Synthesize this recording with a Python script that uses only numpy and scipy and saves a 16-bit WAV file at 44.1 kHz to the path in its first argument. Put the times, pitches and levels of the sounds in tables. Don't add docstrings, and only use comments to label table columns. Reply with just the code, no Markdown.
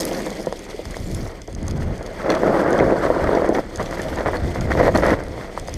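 import sys
import numpy as np
from scipy import signal
from scipy.fft import rfft, irfft, next_fast_len
from scipy.io import wavfile
from scipy.ndimage import uniform_filter1d, map_coordinates

SR = 44100
rng = np.random.default_rng(int(sys.argv[2]) if len(sys.argv) > 2 else 0)


def bounce(signal):
    frames = np.transpose(np.atleast_2d(signal))
    limited = np.clip(frames, -1, 1)
    pcm = np.round(limited * 32767).astype(np.int16)
    wavfile.write(sys.argv[1], SR, pcm)


N = 254456
t = np.arange(N) / SR

# time in seconds, level in dB.
AIRFLOW = [(0, -39.5), (.48, -46), (.7, -45), (1.4, -40.5), (2.0, -39), (3.4, -32.5), (3.7, -38),
           (4.5, -27), (5.77, -44.5)]
# start in seconds, length in seconds, level in dB.
GUSTS = [(.43, 0.054, -41), (.85, 0.059, -28.5), (.97, 0.12, -26.5), (1.09, 0.16, -25), (1.5, 0.12, -28),
         (1.6, 0.32, -24.5), (1.7, .2, -26), (1.95, 0.098, -34), (2.77, 0.1, -25.5), (3.03, 0.053, -28.5),
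         (3.2, 0.083, -23.5), (3.33, 0.065, -38), (3.76, 0.088, -28.5), (4.06, 0.39, -31.5),
         (4.4, 0.1, -24.5), (4.58, 0.56, -22.5), (5.15, 0.19, -30.5), (5.58, 0.042, -29.5),
         (5.69, 0.092, -27)]
# frequency in Hz, spectral density in dB.
SLOW_EDDY_SPECTRUM = [(10, -37), (25, 0), (40, 1), (75, -6.5), (130, -10), (300, -34.5), (1000, -73),
                      (5000, -120)]
FAST_EDDY_SPECTRUM = [(25, -20), (55, -3), (78, 6.5), (105, -1), (160, -3), (250, -8), (380, -13),
                      (1200, -59), (8000, -120)]

# time in seconds, level in dB.
CRUNCH_LEVEL = [(0, -45), (.25, -42.5), (.48, -49), (.7, -46.5), (1.17, -48.5), (1.33, -51), (1.47, -55),
                (1.7, -51), (2.1, -50.5), (2.301, -47), (2.75, -47), (3.5, -47.5), (3.68, -51.5),
                (3.8, -45), (4.45, -48), (4.85, -44), (5.1, -48), (5.24, -50), (5.77, -48.5)]
DRONE_LEVEL = [(0, -30.5), (.2, -30.5), (.5, -43), (1.4, -47.5), (2.4, -40.5), (5.0, -38), (5.77, -51)]
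# start in seconds, length in seconds, level in dB.
SPRAYS = [(0, 0.016, -32.5), (.06, 0.035, -42.5), (.11, 0.092, -44), (.24, 0.073, -52), (.395, .035, -48),
          (.95, 0.33, -51), (3.53, 0.059, -49.5), (4.945, 0.055, -45), (5.04, 0.075, -48)]
# frequency in Hz, spectral density in dB.
TREAD_SPECTRUM = [(110, -26.5), (160, 3.5), (195, 9.5), (250, 2.5), (300, 4), (420, 5), (800, -50),
                  (8000, -100)]
GRIT_SPECTRUM = [(700, -18), (1400, -13.5), (2050, 15.5), (2700, 3.5), (3400, 9), (3850, -1), (4350, 7.5),
                 (5500, 0), (6500, 2.5), (7400, -6.5), (8500, 1.5), (10000, -15), (15500, -18)]
FINE_GRIT_SPECTRUM = [(3000, -17), (5200, 5.5), (6500, -6.5), (7500, 3.5), (8600, -12), (10500, 2),
                      (13000, -1), (15500, -22)]
LEAF_SPECTRUM = [(3000, -21), (5200, 10), (7000, 4.5), (9000, 1), (12000, 1), (15000, -9)]

# start in seconds, level in dB, pitch in Hz, crack over ring in dB.
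METAL_TICKS = [(.0065, -12, 6500, -2), (.012, -28, 5200, -2), (.031, -24, 6500, 5), (.0518, -11, 9000, 16),
               (.08, -31, 4200, -5), (.1305, -26, 7500, 6), (.192, -32, 6000, -4), (.2035, -28, 5000, -7),
               (.2195, -28, 6500, 4), (.2617, -24, 9600, 15), (.3027, -22.5, 6560, -7),
               (.327, -31, 4500, -2), (.3527, -32, 8500, 6), (.405, -32, 4000, -4), (.4145, -30, 4900, -6),
               (.427, -35, 6000, 0), (.4605, -25, 6600, -3), (.525, -24, 4710, -5), (.5921, -26, 6300, -3),
               (.763, -32, 5000, -10), (.854, -24.5, 5460, -2), (.9087, -25, 6200, 2),
               (.968, -24.5, 4460, -7), (1.114, -28, 6500, -4), (1.1473, -19, 6140, 4),
               (1.4174, -26, 5070, -4), (1.4752, -29, 6260, -10), (1.5274, -31, 6300, -4),
               (1.5496, -23.5, 6400, 2), (1.6287, -30, 6160, 3), (1.667, -33, 5000, -1),
               (1.6806, -18.5, 5050, 3), (1.7097, -22, 6300, -8), (1.7766, -34, 6000, -3),
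               (1.9789, -30.5, 6540, -2), (2.027, -29.5, 4700, 1), (2.0629, -24.5, 4930, -7),
               (2.706, -25.5, 6800, 9), (2.729, -20.5, 4900, -7), (2.779, -27, 5500, -3),
               (3.2404, -28.5, 6000, 0), (3.4896, -25, 6000, 10), (3.7588, -19, 5600, -6),
               (3.773, -24.5, 6200, -8), (3.827, -24, 4960, -5), (3.91, -27, 6400, -6),
               (4.0173, -22, 6080, -2), (4.1582, -25.5, 6550, -9), (4.548, -29, 6000, -5),
               (4.6094, -20, 4630, -11), (4.9742, -16, 6540, 1), (5.0644, -20.5, 5200, -1),
               (5.237, -30.5, 6300, 2), (5.283, -33, 8500, 5), (5.5972, -23, 5050, -1),
               (5.675, -27, 6500, 0), (5.6815, -24, 4600, -7), (5.693, -25, 6100, -9),
               (5.7401, -18, 6300, -7)]
# frequency in Hz, spectral density in dB.
CRACK_SPECTRUM = [(1500, -28), (4000, -3), (5000, -1), (5600, -12), (6400, 4.5), (7300, -3), (8000, 0),
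                  (9000, -0.5), (10300, -1.5), (11200, -11), (15000, -22)]
# frequency in Hz, level in dB, time to decay by 60 dB in seconds.
METAL_MODES = [(3390, 2, 0.013), (4480, -6, 0.011), (5000, -0.5, 0.016), (6390, 9, 0.0056),
               (7600, -7, 0.007), (8930, -8.5, 0.0077), (10260, -13, 0.0078), (11600, -4, 0.007)]
CHAIN_MODES = [(1920, -18, 0.02), (2470, 3, 0.01), (3410, 0.5, 0.019), (4380, 2.5, 0.009),
               (4800, -6, 0.014), (5770, 1, 0.012), (6080, -2.5, 0.016), (8100, -18, .012),
               (10800, -9, 0.0086)]
MOUNT_MODES = [(334, -7, 0.13), (438, 2.5, 0.04), (513, -6, 0.18), (658, 2.5, 0.029), (931, -7, 0.041)]
# start in seconds, level in dB, level of the stay's ping in dB, its pitch in Hz.
CHAIN_SLAPS = [(.0075, -30, -21, 5360), (.0303, -22, -23, 3680), (0.1316, -24, -29, 4900),
               (0.147, -19, -20, 4400), (2.302, -10, -12, 4355), (2.319, -15, -27, 4350),
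               (2.35, -16, -21, 4300), (2.789, -23.5, -20, 3220), (3.3505, -22, -23, 4830),
               (3.547, -17, -27, 4350), (3.8597, -19, -31, 4330), (4.369, -23, -20, 4425),
               (4.7163, -20, -32, 4400), (4.9577, -18, -13, 4270), (5.106, -18, -27, 4100)]
# start in seconds, level in dB, pitch in Hz.
CLACKS = [(0.149, -23, 1900), (.266, -24, 1710), (0.943, -22, 1860), (1.821, -23, 1720), (2.8, -9.5, 2000),
          (3.01, -17, 1540), (3.037, -20, 1560), (3.273, -19, 2020), (3.549, -15.5, 1940),
          (3.803, -30, 1410), (3.783, -25, 1500), (3.971, -20.5, 1770), (3.997, -15.5, 1730),
          (4.128, -20.5, 1530), (4.185, -17, 1740), (4.273, -29, 1850), (4.343, -21, 1740),
          (4.614, -21, 1440), (4.7157, -13, 1800), (4.727, -20, 1950), (4.8, -15, 1890), (4.86, -23, 1880),
          (4.886, -20, 1950), (5.035, -14, 1880), (5.104, -13, 1900), (5.5755, -18, 1160)]
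THUMPS = [(.066, -15, 290), (.137, -11, 280), (.478, -13, 192), (.7432, -14, 415), (1.148, -8.5, 106),
          (2.813, -5, 166), (2.878, -11, 141), (2.922, -12, 159), (3.06, -17, 150), (3.25, -11, 110),
          (4.801, -3, 120), (4.83, -9, 270), (4.947, -2.5, 245), (4.987, -16, 300), (5.069, -6, 148),
          (5.116, -3.5, 261)]
# frequency as a multiple of its pitch, level in dB.
CLACK_SPECTRUM = [(.2, -14), (.48, -4), (.75, -3.5), (1.02, 5), (1.15, -0.5), (1.4, -20.5), (2.4, -21),
                  (6, -56)]

# time in seconds, shaking in dB.
ROUGHNESS = [(0, -26), (.17, -29), (.45, -32.5), (.57, -38.5), (1.3, -36), (1.44, -46.5), (1.69, -34),
             (2.2, -32.5), (2.27, -22.5), (2.58, -18.5), (3.0, -20), (3.5, -21.5), (3.64, -34.5),
             (4.1, -27.5), (5.1, -28), (5.26, -33), (5.77, -36)]
# start in seconds, length in seconds, shaking in dB, hard rattle over dull in dB.
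BUMPS = [(0.07, 0.093, -30.5, -27), (0.386, 0.025, -26, -24), (0.677, .055, -37.5, -7),
         (1.255, 0.011, -30, -8), (1.473, .02, -37, -11), (1.672, 0.01, -35, -0.5), (2.186, 0.035, -40, 7),
         (2.237, 0.041, -26, -9), (2.284, 0.086, -19.5, -8), (2.441, 0.075, -17, -28),
         (2.54, 0.25, -21.5, -6), (2.782, 0.071, -16.5, -12), (2.87, 0.078, -17, -30),
         (3.02, 0.046, -27, 1.5), (3.23, 0.045, -26.5, -1), (3.324, 0.05, -22, -10),
         (3.49, 0.035, -17.5, -33), (3.541, 0.053, -18, -11), (3.792, 0.024, -20.5, -7),
         (3.908, 0.042, -27.5, -8), (3.989, 0.011, -24.5, -6), (4.05, 0.018, -24.5, -21),
         (4.165, 0.051, -24, -5.5), (4.251, 0.039, -25.5, -1), (4.335, 0.025, -23, -4.5),
         (4.701, 0.0095, -17.5, -6), (4.767, 0.12, -16.5, -8.5), (4.941, 0.021, -16, -5),
         (4.973, 0.03, -18, -10), (5.018, 0.12, -16.5, -7), (5.135, .07, -30, -8.5),
         (5.39, 0.06, -35.5, -2)]
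# time in seconds, share from 0 to 1.
CLATTER_SHARE = [(0, 0.35), (2.3, 0.49), (2.55, 0.68), (3.1, 0.67), (3.55, 0.49), (5.77, 0.3)]
# frequency in Hz, spectral density in dB.
DULL_RATTLE_SPECTRUM = [(50, -35), (130, -5.5), (185, 0.5), (245, -3), (295, 2), (337, 5), (385, 0),
                        (475, 2.5), (521, 5.5), (570, 3), (650, 3), (780, -5.5), (1000, -20), (1500, -38),
                        (8000, -100)]
HARD_RATTLE_SPECTRUM = [(400, -17.5), (750, -1.5), (940, 0), (1200, -6), (1550, -7), (1900, -1.5),
                        (2150, -6.5), (2500, -19), (3400, -23.5), (6000, -29.5), (14000, -88)]
MOUNT_SPECTRUM = [(40, -31.5), (120, -26), (200, -4.5), (270, -7), (335, -1), (410, -2), (520, 2), (660, 1),
                  (780, -4.5), (1000, -3), (1500, -16.5), (1950, -11), (2600, -41.5), (6000, -52)]
# start in seconds, level in dB, pitch in Hz, brightness in dB, hollow ring in dB.
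JOLTS = [(0.1122, -20, 410, -7, -1), (0.2659, -13.5, 380, 8, -8), (0.2756, -21.5, 440, -7, -19),
         (0.318, -15, 480, -13, -17), (0.4722, -6.5, 486, -11.5, -14), (0.5268, -11, 590, 6, -14),
         (0.794, -15, 490, -15, -16), (0.8005, -20, 550, -13, -18), (0.855, -23, 470, 29, -6),
         (0.9688, -16.5, 550, 5, -14), (1.4808, -28, 450, -3, 0.5), (2.011, -20, 540, 3, -7),
         (2.078, -23, 640, -1, -18), (2.2827, -11, 490, 4, -1.5), (2.304, -5, 430, 17, -8),
         (2.3129, -7.5, 560, 0, -12), (2.435, -0.5, 493, -2, -13.5), (2.4779, -8, 500, 5.5, -14),
         (2.4979, -8, 500, -9, -20), (2.5305, -5, 590, -18, -9), (2.5543, -12, 610, 17, -15),
         (2.6401, -18, 560, 1, -7), (2.664, -10, 550, 1, -21), (2.724, -9, 400, -6, -16),
         (2.7343, -7, 398, -26, -19), (2.7453, -5, 630, -13, -13), (2.7916, -13, 550, 4, -15),
         (2.8083, -0.5, 430, -19, -12), (2.828, -7.5, 360, -9, -7), (2.892, -10, 380, -3, -12),
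         (2.9147, -7, 534, -19, -25), (2.9242, -2.5, 560, -15, -14), (3.0526, -6, 460, -1, -13),
         (3.071, -11, 450, 7, -7), (3.1034, -0.5, 554, -6, -13), (3.164, -9.5, 560, 7.5, -4),
         (3.1988, -8.5, 520, -15, -18), (3.2932, -3.5, 458, 1, -28), (3.329, -9, 480, -12, 0),
         (3.3513, -4.5, 405, -10, -12), (3.3728, -6, 467, -6, -5.5), (3.4225, -5.5, 510, -3.5, -11),
         (3.4462, -6, 490, -5, -11), (3.4938, -2.5, 437, -27, -20), (3.5859, -6, 560, 11, -17),
         (3.798, -14, 620, 14, -14), (3.928, -15, 480, 39, -19), (4.0688, -24, 430, -3, -17),
         (4.2083, -12, 420, -13, -15), (4.2606, -9, 510, 16, -12), (4.2675, -9, 520, 2, -9),
         (4.2868, -5.5, 610, 11, -11), (4.3341, -10, 660, 24, -17), (4.3526, -13, 570, 4, -14),
         (4.5593, -11, 540, 15, -17), (4.72, -5, 500, 47, -13), (4.7525, -7.5, 450, 3, -9),
         (4.7997, -3, 510, 13, -16), (4.8112, -0.5, 476, -4, -22), (4.835, -11, 480, 1, -14),
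         (4.8695, -6, 520, 7, -20), (4.882, -0.5, 590, 7, -30), (4.8907, -3.5, 610, -5, -13),
         (4.9525, -3, 400, 4, -9), (4.9592, -8, 550, 9, -25), (4.9643, -3.5, 540, 12, -18),
         (5.035, -3, 450, 6, -12), (5.0603, -3, 530, 22, -15), (5.071, -10, 310, -1, -14),
         (5.0849, -5, 560, 9, -26), (5.1215, -5.5, 410, -7, -29), (5.1325, -7, 630, 18, -17),
         (5.2048, -16, 360, -6, -21), (5.3797, -17, 540, 5, -11), (5.5765, -13, 820, 13, -16),
         (5.6853, -15, 594, 11, -10)]


def amp(db):
    return 10 ** (np.asarray(db) / 20)


def decibels(power):
    return 10 * np.log10(power + 1e-12)


def unit(x):
    return x / np.sqrt(np.mean(x ** 2) + 1e-20)


def curve(rows):
    return np.interp(t, *np.transpose(rows))


def wobble(rate):
    return map_coordinates(rng.standard_normal(int(N * rate / SR) + 4), [t * rate])


def add(track, start_s, sound):
    start = int(np.clip(round(start_s * SR), 0, N - 1))
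    track[start:start + len(sound)] += sound[:N - start]


def swells(rows, attack_s, release_s):
    power = np.zeros(N)
    for start, length, db in rows:
        rise = np.clip((t - start) / attack_s, 0, 1)
        decay = np.exp(-np.maximum(t - start - length, 0) / release_s)
        power += (amp(db) * rise * decay) ** 2
    return power


def lowpass(x, hz, order):
    return signal.sosfilt(signal.butter(order, hz, fs=SR, output="sos"), x)


def response(spectrum, bright_db=0, corner_hz=850, size=8192):
    hz = np.fft.rfftfreq(size, 1 / SR) + 1
    point_hz, point_db = np.transpose(spectrum)
    shelf_db = bright_db / (1 + (corner_hz / hz) ** 4)
    level_db = np.interp(np.log(hz), np.log(point_hz), point_db) + shelf_db
    cepstrum = irfft(np.log(amp(level_db)))
    cepstrum[1:size // 2] *= 2
    cepstrum[size // 2 + 1:] = 0
    return irfft(np.exp(rfft(cepstrum)))[:size // 2]


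def through(x, spectrum):
    return unit(signal.fftconvolve(x, response(spectrum))[:N])


def steady(x, size):
    power = uniform_filter1d(uniform_filter1d(x ** 2, size), size)
    return x / np.sqrt(np.abs(power) + 1e-4)


def patchy(x, depth_db):
    spectrogram = signal.stft(x, nperseg=512)[2]
    field = uniform_filter1d(rng.standard_normal(spectrogram.shape), 7, axis=0)
    field = unit(uniform_filter1d(field, 12, axis=1))
    return unit(signal.istft(spectrogram * amp(depth_db * field), nperseg=512)[1][:N])


def contacts(rate, spread_db):
    struck = rng.random(N) < rate / SR
    size = np.clip(rng.standard_normal(N), -2, 2)
    sign = rng.choice([-1, 1], N)
    return unit(struck * sign * amp(spread_db * size))


def chance_events(rate, levels):
    draws = rng.random((int(rate * N / SR), 3))
    starts = draws[:, 0] * N / SR
    deviations = np.sqrt(12) * (draws[:, 1:] - .5)
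    return zip(starts, np.interp(starts, *np.transpose(levels)), *deviations.T)


def grains(rate, hz, scatter, cycles, spread_db, samples=400):
    number = int(rate * N / SR)
    starts = rng.integers(0, N, (number, 1))
    pitch, size, phase = rng.standard_normal((number, 3)).T[:, :, None]
    turns = np.minimum(hz * np.exp(scatter * pitch), SR / 3) * t[:samples]
    envelope = amp(spread_db * np.clip(size, -2, 2) - 60 * turns / cycles) * (1 - np.exp(-2 * turns))
    waves = envelope * np.sin(2 * np.pi * (turns + phase))
    positions = starts + np.arange(samples)
    return unit(np.bincount(positions.ravel(), waves.ravel(), N)[:N])


def ring(modes, detune):
    age = t[:2048]
    hz, db, t60 = np.transpose(modes)[:, :, None]
    shift, strength, phase = rng.standard_normal((3, len(modes), 1))
    hz = np.minimum(hz * np.exp(detune * shift), SR / 2)
    envelope = amp(db + 1.3 * strength - 60 * age / t60)
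    return np.sum(envelope * np.sin(2 * np.pi * (hz * age + phase)), axis=0)


def wind(usual_gust_db=-29.5):
    air_power = amp(curve(AIRFLOW)) ** 2 + swells(GUSTS, attack_s=0.023, release_s=0.041)
    gust_db = decibels(air_power) - usual_gust_db
    rumble = steady(through(rng.standard_normal(N), SLOW_EDDY_SPECTRUM), size=3000)
    flutter = steady(through(rng.standard_normal(N), FAST_EDDY_SPECTRUM), size=1800)
    flutter = unit(flutter * amp(1.3 * wobble(24)))
    return amp(0.55 * gust_db - 32.5) * rumble + amp(1.61 * gust_db - 35.5) * flutter


def tyres(hard_bumps):
    crunch_power = amp(curve(CRUNCH_LEVEL)) ** 2 + amp(-24.5) ** 2 * hard_bumps
    crunch_db = decibels(crunch_power) + 2.08 * wobble(60)
    hiss = patchy(through(rng.standard_normal(N), GRIT_SPECTRUM), depth_db=1.1)
    snaps = lowpass(grains(rate=260, hz=4950, scatter=0.283, cycles=22, spread_db=5.0), 10300, order=4)
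    fizz = patchy(through(contacts(rate=1800, spread_db=2.5), FINE_GRIT_SPECTRUM), depth_db=1.5)
    leaves = patchy(through(contacts(rate=1300, spread_db=2.5), LEAF_SPECTRUM), depth_db=3.0)
    tread = through(rng.standard_normal(N), TREAD_SPECTRUM)
    spray = np.sqrt(swells(SPRAYS, attack_s=0.0018, release_s=0.016))
    relative_db = crunch_db + 44.5
    snap_gain = np.hypot(amp(1.1 * relative_db - 51.0), 0.69 * spray)
    grit = amp(crunch_db + 1.5) * hiss + snap_gain * snaps + amp(1.33 * relative_db - 54.5) * fizz
    return grit + spray * leaves + amp(curve(DRONE_LEVEL)) * tread


def metal_ticks():
    out, age = np.zeros(N), t[:2048]
    random_ticks = [(start, db + 3.5 + 9 * min(size, 1), 5800 * np.exp(0.17 * pitch), -7)
                    for start, db, size, pitch in chance_events(rate=14, levels=CRUNCH_LEVEL)]
    for start, db, hz, crack_db in [*METAL_TICKS, *random_ticks]:
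        modes = [(f, level - 9 * np.log2(f / hz) ** 2, t60) for f, level, t60 in METAL_MODES]
        note = unit(ring(modes, detune=0.019))
        burst = rng.standard_normal(len(age)) * (amp(-60 * age / 0.003) + amp(-20 - 60 * age / 0.018))
        edge = response(CRACK_SPECTRUM, 1.6 * max(crack_db - 4, 0), corner_hz=11500, size=1024)
        crack = unit(signal.fftconvolve(burst, edge)[:len(age)])
        tick = (note + amp(crack_db) * crack) * (1 - np.exp(-age / 0.00018))
        add(out, start + .0005, amp(db - 23.0) * unit(tick))
    return out


def chain_slaps(ping_attack_s=0.00089, ping_t60_s=0.012):
    out, age = np.zeros(N), t[:2048]
    ping_envelope = amp(-60 * age / ping_t60_s) * (1 - np.exp(-age / ping_attack_s))
    for start, db, ping_db, ping_hz in CHAIN_SLAPS:
        links = np.zeros(N)
        for delay in [0, *rng.uniform(0, 0.013, 4)]:
            add(links, delay, amp(-60 * delay / 0.057) * ring(CHAIN_MODES, detune=0.013))
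        add(out, start, amp(db - 26.0) * unit(links[:2400]))
        add(out, start, amp(ping_db - 1.5) * ping_envelope * np.sin(2 * np.pi * ping_hz * age))
    return out


def cable_clacks(t60_s=0.023, rebound_db=-14):
    out, age = np.zeros(N), t[:2048]
    for start, db, hz in CLACKS:
        rebound_age = age - 0.0092 * rng.uniform(0.59, 0.93)
        rebound = (rebound_age > 0) * amp(rebound_db - 60 * np.abs(rebound_age) / t60_s)
        bursts = (amp(-60 * age / t60_s) + rebound) * rng.standard_normal(len(age))
        body = response([(ratio * hz, level) for ratio, level in CLACK_SPECTRUM], size=2048)
        add(out, start, amp(db - 19.5) * unit(signal.fftconvolve(bursts, body)[:len(age)]))
    return out


def tyre_thumps(attack_s=0.0074, t60_s=0.037):
    out, age = np.zeros(N), t[:4096]
    envelope = amp(-60 * age / t60_s) * (1 - np.exp(-age / attack_s))
    for start, db, hz in THUMPS:
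        add(out, start, amp(db + 5.0) * envelope * np.sin(2 * np.pi * hz * age))
    return out


def bump_power(attack_s=0.0066, release_s=0.0095):
    dull = [(start, length, db) for start, length, db, _ in BUMPS]
    hard = [(start, length, db + hard_db) for start, length, db, hard_db in BUMPS]
    return swells(dull, attack_s, release_s), swells(hard, attack_s, release_s)


def rattle(dull_bumps, hard_bumps, waver_db=1.48):
    trail_db = curve(ROUGHNESS) + waver_db * wobble(35)
    dull_db = decibels(amp(trail_db) ** 2 + dull_bumps) - 1.5
    hard_db = decibels(amp(trail_db - 9.5 + waver_db * wobble(30)) ** 2 + hard_bumps)
    blows = contacts(rate=560, spread_db=2.0)
    dull = steady(through(blows + 0.42 * rng.standard_normal(N), DULL_RATTLE_SPECTRUM), size=1100)
    hard = through(blows + .3 * rng.standard_normal(N), HARD_RATTLE_SPECTRUM)
    clatter = grains(rate=750, hz=1371, scatter=0.288, cycles=44, spread_db=3.0, samples=1000)
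    clatter = unit(lowpass(clatter, 1730, order=6))
    share = curve(CLATTER_SHARE)
    hard = steady((1 - share) * hard + share * clatter, size=1100)
    return amp(dull_db) * dull + amp(hard_db) * hard


def mount_knocks(focus_db=7, focus_octaves=0.53):
    out = np.zeros(N)
    pole = np.exp(-2 * np.pi * 600 / SR)
    ring_rise = 1 - np.exp(-t[:2048] / 0.0011)
    lesser_jolts = [(start, db + 5, 500 * np.exp(0.26 * pitch), 9 * brightness, -8)
                    for start, db, pitch, brightness in chance_events(rate=6.9, levels=ROUGHNESS)]
    for start, db, hz, bright_db, ring_db in [*JOLTS, *lesser_jolts]:
        body = [(f, level + focus_db * np.exp(-(np.log2(f / hz) / focus_octaves) ** 2))
                for f, level in MOUNT_SPECTRUM]
        push = -response(body, bright_db - 3.0)
        dispersed = signal.lfilter([pole, -1], [1, -pole], push)
        knock = lowpass(dispersed, 2420, order=3)
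        crest = np.argmax(np.abs(knock))
        add(out, start - crest / SR, amp(db - 1.45) * knock / knock[crest])
        ring_gain = amp(db + ring_db - 2.0 - 0.17 * max(bright_db, 0))
        add(out, start + 0.00192, ring_gain * ring(MOUNT_MODES, detune=0.036) * ring_rise)
    return out


def scene():
    dull_bumps, hard_bumps = bump_power()
    shaking = rattle(dull_bumps, hard_bumps)
    impacts = mount_knocks() + tyre_thumps() + cable_clacks() + metal_ticks() + chain_slaps()
    return (shaking + impacts + tyres(hard_bumps) + wind())[None]


def record(dry):
    ceiling, top_hz = .95, 15450
    rounded = dry / (1 + np.abs(dry / ceiling) ** 8) ** (1 / 8)
    size = next_fast_len(N + 8192)
    hz = np.fft.rfftfreq(size, 1 / SR)
    return irfft(rfft(rounded, size) / (1 + (hz / top_hz) ** 120), size)[:, :N]


dry = scene()
out = record(dry)
bounce(out)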